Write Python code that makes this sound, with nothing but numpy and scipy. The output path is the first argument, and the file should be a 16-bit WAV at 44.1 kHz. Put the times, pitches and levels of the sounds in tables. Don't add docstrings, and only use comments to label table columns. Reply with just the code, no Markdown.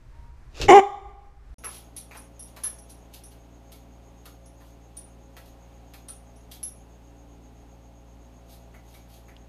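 import sys
import numpy as np
from scipy import signal
from scipy.fft import rfft, irfft, next_fast_len
from scipy.io import wavfile
from scipy.ndimage import uniform_filter1d, minimum_filter1d

SR = 44100
rng = np.random.default_rng(int(sys.argv[2]) if len(sys.argv) > 2 else 0)


def wrap_up_sound(samples):
    columns = np.atleast_2d(samples).T
    tamed = np.clip(columns, -1, 1)
    steps = np.round(tamed * 32767).astype(np.int16)
    wavfile.write(sys.argv[1], SR, steps)


N = 418287
T = np.arange(N) / SR


def undb(db):
    return 10 ** (np.asarray(db) / 20)


def unit(x):
    return x / np.sqrt(np.mean(x ** 2))


def ramp(start_s, length_s):
    return np.clip((T - start_s) / length_s, 0, 1)


def wander(per_second):
    turning_points = rng.standard_normal(N // 10)
    return 1.2 * np.interp(T * per_second, np.arange(len(turning_points)), turning_points)


def add(track, start_s, sound):
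    i = int(start_s * SR)
    track[i:i + len(sound)] += sound[:N - i]


def colour(x, points):
    hz, db = np.transpose(points)
    size = next_fast_len(len(x) + SR // 4, True) // 2 * 2
    freqs = np.maximum(np.arange(size // 2 + 1) * SR / size, 1)
    gain = undb(np.interp(np.log(freqs), np.log(hz), db))
    cepstrum = irfft(np.log(gain))
    cepstrum[1:size // 2] *= 2
    cepstrum[size // 2 + 1:] = 0
    return irfft(rfft(x, size) * np.exp(rfft(cepstrum)))[:len(x)]


def noise(points):
    return unit(colour(rng.standard_normal(N), points))


def resonate(x, hz, width_hz):
    return signal.lfilter(*signal.iirpeak(hz, hz / width_hz, fs=SR), x)


def echoes(x, low_s, high_s, build_s):
    t = T[:int(1.5 * SR)]
    tail = 0
    for band, fade_s in ("low", low_s), ("high", high_s):
        wash = signal.sosfilt(signal.butter(2, 2200, band, fs=SR, output="sos"), rng.standard_normal(len(t)))
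        tail += wash * np.exp(-np.log(1000) * t / fade_s)
    tail *= 1 - np.exp(-(t / build_s) ** 2)
    return signal.fftconvolve(x, tail / np.linalg.norm(tail))[:N]


# (frequency [Hz], level [dB])
RUMBLE_TONE = [(20, -10.5), (58, -4), (95, -19), (125, -15), (165, -31.5), (240, -29.5), (420, -37),
               (700, -38), (1000, -38), (2200, -45), (3000, -52), (6000, -55), (15000, -68)]
def rumble(db=-44):
    return undb(db + 1.2 * wander(12)) * noise(RUMBLE_TONE)


# (multiple of the shaft speed, level [dB])
HUM_NOTES = [(1, -51.5), (2, -58.5), (3, -63.5), (5, -69)]
# (frequency [Hz], level [dB])
CABINET_NOTES = [(248.5, -65.5), (287, -68.5), (420.4, -69.5), (545.1, -66), (669.7, -70), (808.4, -72)]
# (frequency [Hz], level [dB])
FAN_TONE = [(20, -17), (36, -1), (60, -5), (150, -10.5), (260, -6), (350, -8.5), (500, -13), (780, -9.5),
            (1100, -18.5), (1700, -25.5), (2700, -25.5), (5000, -33), (9000, -37.5), (14000, -39)]
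def fridge(shaft_hz=57.6, fan_db=-56, hiss_db=-72, throb_hz=7.675):
    phase = 2 * np.pi * np.cumsum(shaft_hz * (1 + 0.000953 * wander(1.83))) / SR
    hum = sum(undb(db) * np.sqrt(2) * np.sin(k * phase + rng.uniform(0, 2 * np.pi)) for k, db in HUM_NOTES)
    cabinet = 0
    for hz, db in CABINET_NOTES:
        level = undb(db + 2 * wander(5.4)) * np.sqrt(2)
        cabinet += level * np.sin(2 * np.pi * np.cumsum(hz + 1.5 * wander(13)) / SR)
    throb = 1 + .65 * np.cos(2 * np.pi * throb_hz * (T - 6.937))
    hiss = unit(resonate(resonate(rng.standard_normal(N), 6580, 402), 6500, 400))
    fan = undb(fan_db + 0.59 * wander(3.14)) * noise(FAN_TONE)
    return hum + cabinet + undb(hiss_db) * hiss * throb + fan


def tick(start_s=9.3655, gain_db=-31, hz=3200, width_hz=1500):
    burst = rng.standard_normal(N) * (T > start_s) * np.exp(-np.abs(T - start_s) / 0.0021)
    return undb(gain_db) * resonate(resonate(burst, hz, width_hz), hz, width_hz)


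def footfall(decay_s, spread_s, later_db):
    t = T[:SR // 8]
    toes = np.arange(3)
    delays = spread_s * toes * rng.uniform(0.85, 0.92, 3)
    since = t - delays[:, None]
    bursts = (since >= 0) * np.exp(-np.abs(since) / decay_s)
    return (undb(later_db * toes) @ bursts) * rng.standard_normal(len(t))


# (frequency [Hz], level [dB])
CLAW_TONE = [(800, -20), (2000, -10), (3300, 1.5), (4500, -1), (6000, -4.5), (8000, -8), (13000, -2),
             (15500, -16)]
# (frequency [Hz], level [dB])
KNOCK_TONE = [(150, -11), (500, 2), (1000, -0.5), (1400, 2), (1900, -0.5), (2600, -2), (3500, -21),
              (8000, -24)]
# (time [s], relative claw level [dB], relative knock level [dB], ring pitch [Hz])
PAW_STEPS = [(1.638, -42.5, -31.5, 2540), (1.655, -55, -33, 920), (1.9678, -38, -63, 2300),
             (2.1112, -54, -37, 2380), (2.149, -54, -37.5, 902), (2.564, -42, -39.5, 930),
             (2.637, -36, -37, 1710), (3.1381, -38, -58, 2400), (3.72, -42, -51.5, 2300),
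             (4.2559, -41.5, -43.5, 1350), (4.6066, -62, -47.5, 930), (4.9682, -49, -61, 1400),
             (5.367, -44, -40, 1830), (5.9371, -43.5, -44.5, 2420), (6.084, -43, -46, 1380),
             (6.5144, -36.5, -56, 2400), (8.742, -56, -45.5, 2100), (8.9412, -49, -46.5, 2270),
             (9.283, -57, -43.5, 1900)]
def steps(claw_gain_db=5, knock_gain_db=7, ring_db=4):
    ticks, knocks = np.zeros(N), np.zeros(N)
    for s, claw_db, knock_db, hz in PAW_STEPS:
        claws = footfall(decay_s=0.0032, spread_s=0.0045, later_db=-3.5)
        add(ticks, s, undb(claw_db + claw_gain_db) * claws)
        knock = footfall(decay_s=0.002, spread_s=0.0062, later_db=-1.0)
        ring = undb(ring_db) * resonate(knock, hz, width_hz=260)
        add(knocks, s, undb(knock_db + knock_gain_db) * (knock + ring))
    return colour(ticks, CLAW_TONE) + colour(knocks, KNOCK_TONE)


# (middle time [s], half length [s], level [dB])
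PAW_DRAGS = [(1.742, 0.054, -49), (2.154, 0.037, -56.5), (2.478, .02, -58.5), (2.906, .018, -55.5),
             (3.32, .012, -55.5), (4.656, .063, -66.5), (5.47, 0.03, -62), (8.526, 0.039, -55.5),
             (8.916, 0.076, -65), (9.141, 0.055, -59.5)]
def scuffs(slide_after_s=0.021, slide_half_s=0.026, slide_db=-17, grit_db=3):
    slides = [(s + slide_after_s, slide_half_s, claw_db + slide_db) for s, claw_db, _, _ in PAW_STEPS]
    swell = sum(undb(db) * np.exp(-((T - s) / half_s) ** 2) for s, half_s, db in slides + PAW_DRAGS)
    return swell * noise(CLAW_TONE) * undb(grit_db * wander(260))


def clink(notes, detune=0.0027):
    t = T[:SR // 3]
    ring = np.zeros(len(t))
    hits = (0, 0), (rng.uniform(0.0015, 0.005), 1), (rng.uniform(0.0023, 0.017), -3)
    for delay_s, hit_db in hits:
        since = np.maximum(t - delay_s, 0)
        for hz, db, fade_s in notes:
            cycles = hz * (1 + detune * rng.standard_normal()) * since
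            ring += undb(db + hit_db) * np.sin(2 * np.pi * cycles) * np.exp(-np.log(1000) * since / fade_s)
    return ring / np.std(ring[:SR // 50])


# (frequency [Hz], relative level [dB], time to fade by 60 dB [s])
SMALL_TAG_NOTES = [(10300, -16, 0.037), (10990, 22, 0.054), (11400, -14, .08), (13820, -3, 0.044),
                   (14030, -1, .05)]
LARGE_TAG_NOTES = [(9360, -13, .06), (9380, 6.5, .09), (9420, 3, 0.057), (12000, -19, .07)]
HOLDER_NOTES = [(3470, -18, 0.093), (3640, -7.5, 0.054), (5360, -9.5, 0.04), (5710, 12, 0.015),
                (6080, -1, 0.042)]
# (time [s], strength [dB], extra for the large tag [dB])
COLLAR_JOLTS = [(1.584, -56, -5), (1.645, -33, -20), (1.7444, -44.5, -11), (1.9647, -37.5, -5),
                (2.1707, -47.5, -1.5), (2.394, -43, -4.5), (2.4251, -48.5, -3), (2.636, -26.5, -12),
                (2.656, -35, -6.5), (2.786, -50, -7), (2.8988, -51, -5), (3.237, -48, -5.5),
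                (4.459, -59.5, -1.5), (4.9689, -50.5, 10), (6.0854, -47.5, 7), (6.3594, -65, -2),
                (6.6303, -29, -13.5)]
def tags(small_db=-2, holder_db=-51.5, holder_follow=0.56):
    out = np.zeros(N)
    for s, jolt_db, large_db in COLLAR_JOLTS:
        add(out, s, undb(jolt_db + small_db) * clink(SMALL_TAG_NOTES))
        add(out, s, undb(jolt_db + large_db) * clink(LARGE_TAG_NOTES))
        add(out, s, undb(holder_db + holder_follow * (jolt_db + 40)) * clink(HOLDER_NOTES))
    return out


def whimper(db=-59):
    hz = 922 + 140 * (T - .1) + 8 * wander(30)
    swell = np.exp(-((T - .25) / .11) ** 2)
    return undb(db) * swell * np.sin(2 * np.pi * np.cumsum(hz) / SR)


# (frequency [Hz], level [dB])
RUSTLE_TONE = [(180, -28), (300, -5), (450, -4), (1100, -10.5), (1800, -11.5), (2150, -14.5), (2650, -2),
               (3100, -11), (4000, -9), (6800, -14), (8500, -26.5), (13500, -32.5), (15000, -53.5)]
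SNAP_TONE = [(1500, -13), (3000, -7), (3800, 1), (7000, -5), (8500, -26), (15000, -49)]
THUMP_TONE = [(12, -35), (20, -1.5), (110, 0.5), (184, -13.5), (290, -11), (420, -9.5), (600, -16.5),
              (780, -46.5), (1320, -120)]
# (time [s], level [dB])
BODY_THUMPS = [(.599, -27), (.636, -25), (.684, -20)]
def lunge(snap_s=.6145, snap_db=-21, rustle_db=-41, crackle_db=-32.5, grit_db=2):
    swell = undb(rustle_db) * np.exp(-((T - .612) / .05) ** 2)
    crackle = undb(crackle_db) * (T > snap_s) * (1 - ramp(snap_s + 0.02, 0.036))
    rustle = noise(RUSTLE_TONE) * (swell + crackle) * undb(grit_db * wander(560))
    snap = undb(snap_db) * noise(SNAP_TONE) * (T > snap_s) * np.exp(-np.abs(T - snap_s) / 0.0018)
    thumps = sum(undb(db) * ramp(s, .004) * np.exp(-np.abs(T - s) / .038) for s, db in BODY_THUMPS)
    return rustle + snap + noise(THUMP_TONE) * thumps


# (time [s], pitch [Hz])
YELP_TUNE = [(0.68, 400), (0.692, 420), (0.716, 352), (0.74, 386), (0.748, 409), (0.768, 407), (0.792, 386),
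             (0.8, 392)]
# (frequency [Hz], width [Hz], relative level [dB])
THROAT_BANDS = [(373, 370, -1.5), (830, 230, 0), (1074, 150, -6.5), (1580, 1300, -28), (2140, 400, -17),
                (2400, 120, -31.5), (2930, 260, -25.5), (3540, 280, -42), (5780, 1200, -41),
                (7120, 690, -40), (8900, 700, -50.5), (12400, 2600, -67)]
def yelp(start_s=.679, gain_db=2.5, swell_db_per_s=40, pitch_shake=.055, level_shake=.24, leak=.3):
    rise_s, hold_s, release_s = .021, .081, .036
    settle_s, loosen_s, mouth_open_s = .048, .026, .0039
    age = np.maximum(T - start_s, 0)
    time_left = rise_s + hold_s + release_s - age
    letting_go = ramp(start_s + rise_s + hold_s, release_s)
    swell_db = swell_db_per_s * np.minimum(age, rise_s + hold_s)
    push = (ramp(start_s, rise_s) * (1 - letting_go)) ** 2 * undb(swell_db)
    sounding = push > 0
    rough = .02 + .95 * np.exp(-(age / settle_s) ** 2) + .9 * np.exp(-(time_left / loosen_s) ** 2)
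    bright_db = -1.5 + 11.5 * rough + 16 * np.exp(-age / mouth_open_s)
    hz = np.interp(T, *np.transpose(YELP_TUNE)) * (1 + pitch_shake * rough * wander(400))
    phase = 2 * np.pi * np.cumsum(hz) / SR
    pulses = np.zeros(N)
    pulses[sounding] = np.cos(np.outer(phase[sounding], np.arange(1, 33))).sum(axis=1)
    pulses *= 1 + level_shake * rough * wander(400)
    breath = 4 * undb(-2) * (1 + .9 * np.cos(phase)) * rng.standard_normal(N)
    voice = 0
    for k, (band_hz, width_hz, db) in enumerate(THROAT_BANDS):
        source = (pulses + (rough + leak * band_hz / 1000) * breath) * sounding
        drive = undb(db + (bright_db + 2 * wander(70)) * (band_hz > 1400))
        band = resonate(source * drive, band_hz, width_hz)
        voice += (-1) ** k * resonate(band, band_hz, width_hz)
    power = uniform_filter1d(voice ** 2, size=330)
    return voice * push * undb(gain_db) / np.sqrt(np.abs(power) + .01)


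# (frequency [Hz], level [dB])
ECHO_TONE = [(100, -17), (280, -10.5), (400, -3.5), (800, 1.5), (1000, 0), (1200, 11), (1600, -2),
             (2100, 2), (2800, -2), (3500, 13), (6000, 3), (12000, 4)]
def living_room(near_db=-17, far_db=-26):
    dog = yelp() + lunge() + whimper()
    near = echoes(dog, low_s=.22, high_s=.27, build_s=.004)
    far = colour(echoes(dog, low_s=.81, high_s=.6, build_s=.024), ECHO_TONE)
    return dog + undb(near_db) * near + undb(far_db) * far + rumble()


def kitchen(direct_db=-4, echo_db=-2):
    dog = tags() + steps() + scuffs()
    off_tiles = echoes(dog, low_s=.37, high_s=.26, build_s=.0014)
    return undb(direct_db) * dog + undb(echo_db) * off_tiles + tick() + fridge()


def scene(living_room_end_s=1.543, kitchen_start_s=1.583):
    return (living_room() * (T < living_room_end_s) + kitchen() * (T > kitchen_start_s))[None]


def record(dry, ceiling_db=-5, recovery_db_per_s=13, top_hz=14800):
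    power = uniform_filter1d(dry[0] ** 2, size=330)
    loudness_db = 10 * np.log10(np.abs(power) + 1e-12)
    held_db = np.maximum.accumulate(loudness_db + recovery_db_per_s * T) - recovery_db_per_s * T
    turned_down = dry * undb(np.minimum(0, ceiling_db - held_db))
    peak_gain = minimum_filter1d(1 / np.maximum(np.abs(turned_down), 1), size=130)
    limited = turned_down * uniform_filter1d(peak_gain, size=130)
    return signal.sosfilt(signal.ellip(8, .2, 70, top_hz, fs=SR, output="sos"), limited)


dry = scene()
out = record(dry)
wrap_up_sound(out)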